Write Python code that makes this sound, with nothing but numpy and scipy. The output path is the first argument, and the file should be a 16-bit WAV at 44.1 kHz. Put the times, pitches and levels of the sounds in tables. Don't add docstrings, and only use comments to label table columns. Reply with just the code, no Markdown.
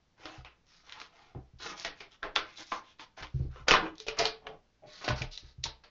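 import sys
import numpy as np
from scipy import signal
from scipy.fft import rfft, irfft, next_fast_len
from scipy.io import wavfile
from scipy.ndimage import map_coordinates

SR = 44100
rng = np.random.default_rng(int(sys.argv[2]) if len(sys.argv) > 2 else 0)


def output_pcm(signal):
    pcm = np.clip(np.atleast_2d(signal).T, -1, 1) * 32767
    wavfile.write(sys.argv[1], SR, np.round(pcm).astype(np.int16))


N = 260231


def strokes():
    # (start [s], end [s], level [dB], pressure [dB], note of the sheet [Hz])
    pen_strokes = [(0.17, 0.431, -58.5, 4.5, 800), (0.655, 0.849, -70, -6, 5200),
                   (0.832, 1.094, -60.5, -3.5, 970), (1.084, 1.35, -67.5, 2.5, 820),
                   (1.585, 1.745, -54.5, -19, 4600), (1.608, 1.784, -57.5, 11.5, 1200),
                   (1.762, 1.86, -52, -4, 5000), (1.952, 2.03, -66.5, -6, 2200),
                   (2.104, 2.166, -65, -5, 3000), (2.42, 2.593, -64.5, -3, 2200),
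                   (2.558, 2.65, -55.5, -15, 4000), (2.578, 2.631, -63.5, 12, 320),
                   (2.648, 2.807, -60, -12, 6140), (2.82, 2.954, -69.5, -2.5, 3290),
                   (2.984, 3.052, -58, -1, 3520), (3.165, 3.228, -54.5, 0, 1490),
                   (3.3, 3.494, -75, 5, 5000), (3.494, 3.65, -67, 3.5, 1250),
                   (3.669, 3.782, -39.5, 13.5, 1233), (3.766, 3.907, -55, 19, 1300),
                   (4.166, 4.266, -39, 3, 894), (4.413, 4.575, -76, 30, 1000),
                   (4.818, 4.899, -80.5, 29.5, 600), (4.858, 5.051, -58.5, -3, 4090),
                   (5.005, 5.099, -51, 5, 1213), (5.152, 5.227, -50, 0.5, 4430), (5.206, 5.26, -56, 8, 640),
                   (5.307, 5.373, -59.5, -26.5, 3880), (5.39, 5.546, -69, -2.5, 4360)]
    # (frequency [Hz], level [dB])
    rub_colour = [(30, -4.5), (200, -6), (330, -4.5), (620, -4.5), (900, -8.5), (2000, -54.5)]
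    # (frequency [Hz], level [dB])
    rasp_colour = [(300, -51.5), (650, -10), (950, -4.5), (1500, -4), (2400, -5.5), (3300, -11),
                   (5000, -40)]
    # (frequency [Hz], level [dB])
    hiss_colour = [(1200, -30.5), (2400, -11.5), (3600, -4), (5000, -5.5), (6300, -5), (7500, -4.5)]
    glide_octaves = -0.18
    t = np.arange(N) / SR
    rub, rasp, hiss = np.zeros((3, N))
    note_hz = np.ones(N)
    for start, end, db, pressure, sheet_hz in pen_strokes:
        progress = np.clip((t - start) / max(end - start, .01), 0, 1)
        speed = np.abs(np.sin(np.pi * progress))
        drag = amp(db) * speed ** 0.8
        rub += drag * amp(-15.5 + 0.98 * pressure)
        rasp += drag * amp(-11.5 + 0.3 * pressure)
        hiss += drag * amp(-6.5 - 0.37 * pressure)
        note_hz = np.where(t < start, note_hz, sheet_hz * 2 ** (glide_octaves * (progress - .5)))
    scratch = rub * fibres(rub_colour) + rasp * fibres(rasp_colour) + hiss * fibres(hiss_colour)
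    return sheet(scratch, note_hz)


def fibres(colour, snaps_per_s=4000, spread_db=3.5, smooth_share=0.15):
    plucked = rng.random(N) < snaps_per_s / SR
    snaps = plucked * rng.standard_normal(N) * amp(spread_db * rng.standard_normal(N))
    friction = unit(snaps) + smooth_share * rng.standard_normal(N)
    return unit(coloured(friction, colour))


def sheet(x, note_hz, patch_db=2, patch_octaves=0.22, patch_s=0.05):
    hz, t, spectrum = signal.stft(x, SR, nperseg=1024)
    note = np.interp(t, np.arange(N) / SR, note_hz)
    ring_db = peak(hz[:, None], note, height_db=7.5, half_width_octaves=0.3)
    grid = np.meshgrid(np.log2(hz + 1) / patch_octaves, t / patch_s, indexing="ij")
    patches = map_coordinates(rng.standard_normal((128, 128)), grid, mode="mirror")
    return signal.istft(spectrum * amp(ring_db + patch_db * patches), SR, nperseg=1024)[1][:N]


def taps():
    # (time [s], strength [dB], brightness [dB per octave],
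    # rattle fade time [s], note of the struck spot [Hz], low boom [dB], room level [dB])
    landings = [(0.256, -10.5, -4, 0.036, 600, 1, -3.5), (0.449, -18.5, -6.5, 0.0049, 2610, -4.5, 0.5),
                (0.896, -18.5, -3.5, 0.0034, 1690, -16, -5), (0.924, -13, -3, 0.0023, 1910, -35, -4),
                (0.963, -25, -12, 0.0013, 890, -12, 3), (1.001, -19, 3, 0.0023, 1080, -7, -5.5),
                (1.016, -14, -3, 0.0081, 1280, -3, -8), (1.349, -33, -11.5, 0.0057, 750, 11.5, 1.5),
                (1.599, -26.5, -4, 0.022, 1520, 4.5, 6), (1.66, -17.5, -0.5, .02, 1300, 15.5, -7.5),
                (1.849, -5, 0, 0.015, 1900, 6, -1), (2.006, -16, -1, 0.037, 2300, 7.5, -2),
                (2.2302, -7.5, -8.5, 0.0046, 1660, 2, 1.5), (2.357, -11, 1.5, 0.01, 5830, -4.5, -6.5),
                (2.362, 9.5, -7, 0.0053, 3460, -19.5, -11.5), (2.367, -2.5, -4.5, 0.01, 1400, -1.5, 2),
                (2.72, -3.5, -9.5, 0.024, 1000, -3, -0.5), (2.996, -12, -8, 0.17, 940, -7, -8),
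                (3.177, -23, -7.5, 0.022, 650, 2, 1.5), (3.225, -7.5, -4, 0.18, 940, -2, -12),
                (3.56, -24, -10.5, 0.014, 1276, 2.5, 1), (3.683, 5, 3, 0.037, 1400, 7.5, -4),
                (3.71, 13.5, -3.5, 0.0031, 2700, -2.5, -6), (3.716, 9, -3, 0.018, 445, 2.5, -2.5),
                (3.739, 9, -7, 0.014, 1116, -2.5, -1), (3.956, -26.5, -2, 0.0061, 3700, -30, -5),
                (3.982, -29, 5.5, 0.0033, 3800, -10.5, -3.5), (4.002, -17, 5, 0.00078, 422, -1, -5),
                (4.067, -18, 1, 0.032, 2900, 14.5, 3.5), (4.085, -7, 3.5, 0.0017, 2500, 13, -10),
                (4.09, -8.5, -5, 0.003, 2700, -2, 1), (4.188, -10, 9, 0.063, 4900, 10.5, -5.5),
                (4.194, 1.5, -3, 0.005, 5230, 2.5, -0.5), (4.199, 0, -6, 0.0019, 687, 3, 1),
                (4.255, 1.5, 0, .005, 4300, 2, -2.5), (4.469, -8.5, -7.5, 0.028, 3140, 1, -7.5),
                (5.044, -13, 1, .06, 4200, 9.5, 1.5), (5.079, 2, -6.5, 0.047, 623, 1, -7.5),
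                (5.087, 2.5, -3, 0.025, 1100, -11, -2), (5.106, -0.5, -12, 0.061, 1000, -7.5, -6.5),
                (5.219, -6.5, 0, 0.022, 2460, 1.5, -6.5), (5.377, -19.5, 5, 0.00095, 3920, 0.5, -5.5),
                (5.6403, -5, 6.5, 0.0038, 3820, 0.5, -7), (5.656, -9.5, -7.5, 0.07, 874, -5, -3.5),
                (5.838, -20, -6, 0.056, 4540, -7, -2)]
    # (frequency [Hz], level [dB])
    tap_colour = [(30, 0), (110, -15.5), (200, -13), (290, -5), (620, -4.5), (920, -6), (1750, -4.5),
                  (2300, -4), (3700, -4.5), (4500, -6), (6300, -8.5), (7500, -9)]
    tilt_from_hz, pivot_hz, boom_below_hz = 950, 1800, 910
    lead_s = .015
    track, t = np.zeros(N), np.arange(SR // 2) / SR - lead_s
    before, after = np.maximum(-t, 0), np.maximum(t, 0)
    swell = fade(before, 0.006) + 0.1 * fade(before, 0.02)
    barrel_buzz = 0.19 * fade(after, 0.025)
    for s, db, brightness, rattle_s, spot_hz, boom_db, room_db in landings:
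        bounces = rng.standard_normal(len(t)) * amp(3 * wobble(rate=600, size=len(t)))
        rattle = bounces * swell * (fade(after, rattle_s) + barrel_buzz)
        blow = rattle / np.linalg.norm(rattle)
        click = 0.28 * np.sqrt(0.00085 / rattle_s)
        blow[np.argmin(np.abs(t))] += click
        add(blow, lead_s, amp(room_db) * room_tail())

        def gain(hz):
            tilt = brightness * np.log2(np.maximum(hz, tilt_from_hz) / pivot_hz)
            spot = peak(hz, spot_hz, height_db=7.5, half_width_octaves=0.17)
            boom = boom_db / (1 + (hz / boom_below_hz) ** 4)
            return amp(along(tap_colour, hz) + tilt + spot + boom)

        add(track, s - lead_s, amp(db - 7) * filtered(blow, gain))
    return track


def pad(x, shift_s=3.95):
    # (frequency [Hz], width [Hz], level [dB])
    first_notes = [(314, 26, 0.5), (436.5, 16, 2.5), (1070, 69, -12), (1300, 410, -7.5), (2100, 34, -4),
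                   (3000, 2900, -8)]
    # (frequency [Hz], width [Hz], level [dB])
    second_notes = [(439.7, 23, 10), (604, 64, 3), (1064, 160, -27.5), (2310, 354, -29.5), (3960, 110, -13)]
    moved = np.arange(N) / SR > shift_s
    first = filtered(x * ~moved, lambda hz: ring_gain(hz, first_notes))
    second = filtered(x * moved, lambda hz: ring_gain(hz, second_notes))
    return first + second


def thumps(pivot_hz=90):
    # (time [s], level [dB], slap offset [dB], tilt of the desk's notes [dB per octave])
    hand_landings = [(0.373, -46, -28, -2), (1.35, -39, -12.5, 4), (1.531, -51, -25, -2.5),
                     (3.206, -48.5, -19.5, -5.5), (3.341, -28.5, -28.5, 4.5), (3.395, -28.5, -21.5, 0.5),
                     (3.447, -40.5, -17, -4), (3.479, -39, -31.5, -1.5), (3.599, -47, -24.5, -3.5),
                     (5.079, -43.5, -7, 2.5), (5.095, -28, -18, 1.5), (5.209, -37, -17.5, 6.5),
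                     (5.247, -47, -26, -10.5), (5.426, -50, -20.5, -5), (5.581, -43, -33, 3.5),
                     (5.649, -43.5, -20, -3.5)]
    # (frequency [Hz], level [dB], fade time [s])
    desk_notes = [(31.52, -2, 0.29), (62.4, 0, 0.38), (82.5, 7.5, 0.099), (127.2, 4, 0.19),
                  (146.8, 0.5, 0.083), (343, -34.5, 0.3)]
    # (frequency [Hz], level [dB])
    slap_colour = [(40, -20), (150, 0.5), (330, 2.5), (500, -9), (900, -20.5), (1600, -35), (4000, -71)]
    track, t = np.zeros(N), np.arange(SR // 2) / SR
    for s, db, slap_db, tilt in hand_landings:
        swing = np.zeros(len(t))
        for hz, level, fade_s in desk_notes:
            strength = amp(level + tilt * np.log2(hz / pivot_hz) + rng.normal(0, 0.45))
            swing += strength * fade(t, fade_s) * np.sin(2 * np.pi * (hz * t + rng.random()))
        add(track, s, amp(db - 6.5) * swing * rise(t, 0.015))
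        dullness = lambda hz: .33 * slap_db * np.log2(np.maximum(hz / 400, 1))
        slap_gain = lambda hz: amp(along(slap_colour, hz) + dullness(hz))
        slap = unit(filtered(rng.standard_normal(len(t)), slap_gain))
        attack_s = 0.00025 * amp(-.9 * slap_db)
        add(track, s, amp(db + slap_db + 2.0) * slap * fade(t, 0.2) * rise(t, attack_s))
    return track


def hollow_rings(attack_s=0.0082):
    # (time [s], level [dB], note [Hz], fade time [s])
    hollow_notes = [(3.824, -38, 320.6, 0.28), (3.92, -49.5, 307, 0.11), (3.999, -48.5, 433, 0.11)]
    track, t = np.zeros(N), np.arange(SR // 2) / SR
    for s, db, hz, fade_s in hollow_notes:
        add(track, s, amp(db) * np.sin(2 * np.pi * hz * t) * fade(t, fade_s) * rise(t, attack_s))
    return track


def near_echoes(x, count=8, first_s=0.001957, span_s=.009, echo_db=-13, dull_hz=1500):
    sound = x.copy()
    for piece in crossfaded_pieces(x, count=18):
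        echoes = np.zeros(SR // 10)
        for distance, side in rng.random((count, 2)):
            add(echoes, first_s + span_s * distance, [amp(echo_db) * np.sign(side - .5)])
        echoes = filtered(echoes, lambda hz: 1 / np.sqrt(1 + hz / dull_hz))
        sound += signal.fftconvolve(piece, echoes)[:N]
    return sound


def room(x):
    return sum(signal.fftconvolve(piece, room_tail())[:N] for piece in crossfaded_pieces(x, count=14))


def room_tail(hold_s=0.018):
    # (frequency [Hz], fade time [s])
    fade_times = [(100, 0.45), (350, 0.29), (800, 0.3), (2000, 0.24), (5000, 0.21), (7500, 0.043)]
    hz, age, spectrum = signal.stft(rng.standard_normal(SR // 2), SR, nperseg=256)
    decay = fade(np.maximum(age - hold_s, 0), along(fade_times, hz)[:, None])
    tail = signal.istft(spectrum * decay, SR, nperseg=256)[1]
    tail *= rise(np.arange(len(tail)) / SR, 0.00095)
    return tail / np.linalg.norm(tail)


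def microphone_noise():
    # (frequency [Hz], level [dB])
    noise_colour = [(25, 1), (60, -4), (140, -6), (330, -15), (750, -19), (1500, -23), (3000, -25),
                    (6000, -28), (7200, -36), (8000, -48)]
    return amp(-70) * unit(coloured(rng.standard_normal(N), noise_colour))


def amp(db):
    return 10 ** (np.asarray(db) / 20)


def unit(x):
    return x / np.sqrt(np.mean(x ** 2) + 1e-20)


def along(points, hz):
    frequencies, values = np.transpose(points)
    return np.interp(np.log(hz + 1), np.log(frequencies + 1), values)


def peak(hz, note_hz, height_db, half_width_octaves):
    return height_db / (1 + (np.log2((hz + 1) / note_hz) / half_width_octaves) ** 2)


def ring_gain(hz, notes):
    return 1 + sum(amp(db) / (1 + (2 * (hz - centre) / width) ** 2) for centre, width, db in notes)


def filtered(x, gain):
    size = 2 * next_fast_len(len(x) // 2 + 4096)
    hz = np.fft.rfftfreq(size, 1 / SR)
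    log_response = irfft(np.log(np.maximum(gain(hz), 1e-6)))
    log_response[1:size // 2] *= 2
    log_response[size // 2 + 1:] = 0
    return irfft(rfft(x, size) * np.exp(rfft(log_response)), size)[:len(x)]


def coloured(x, colour):
    return filtered(x, lambda hz: amp(along(colour, hz)))


def add(track, s, sound):
    part = track[max(round(s * SR), 0):][:len(sound)]
    part += sound[:len(part)]


def rise(t, attack_s):
    return 1 - np.exp(-t / attack_s)


def fade(t, fade_s):
    return np.exp(-np.log(1000) * t / fade_s)


def wobble(rate, size):
    points = rng.standard_normal(int(size * rate / SR) + 4)
    return map_coordinates(points, [np.arange(size) * rate / SR])


def crossfaded_pieces(x, count):
    t, centres = np.arange(N) / SR, np.linspace(0, N / SR, count)
    return (x * np.sqrt(np.interp(t, centres, share)) for share in np.eye(count))


def scene():
    scratching = strokes()
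    pen = pad(taps() + amp(-1.5) * scratching + amp(-11.0) * room(scratching))
    return (amp(-1.5) * near_echoes(pen) + thumps() + hollow_rings())[None]


def record(dry, top_hz=8000):
    # (frequency [Hz], gain [dB])
    response = [(25, 5), (200, 10), (250, 5.5), (320, 8), (1000, 11.5), (5500, 14.5), (6600, 8.5),
                (7200, -3), (7900, -23.5), (8300, -45.5)]
    sound = coloured(dry[0], response) + microphone_noise()
    treble_cut = signal.cheby1(12, .2, top_hz, fs=SR, output="sos")
    return signal.sosfilt(treble_cut, sound)[None]


dry = scene()
out = record(dry)
output_pcm(out)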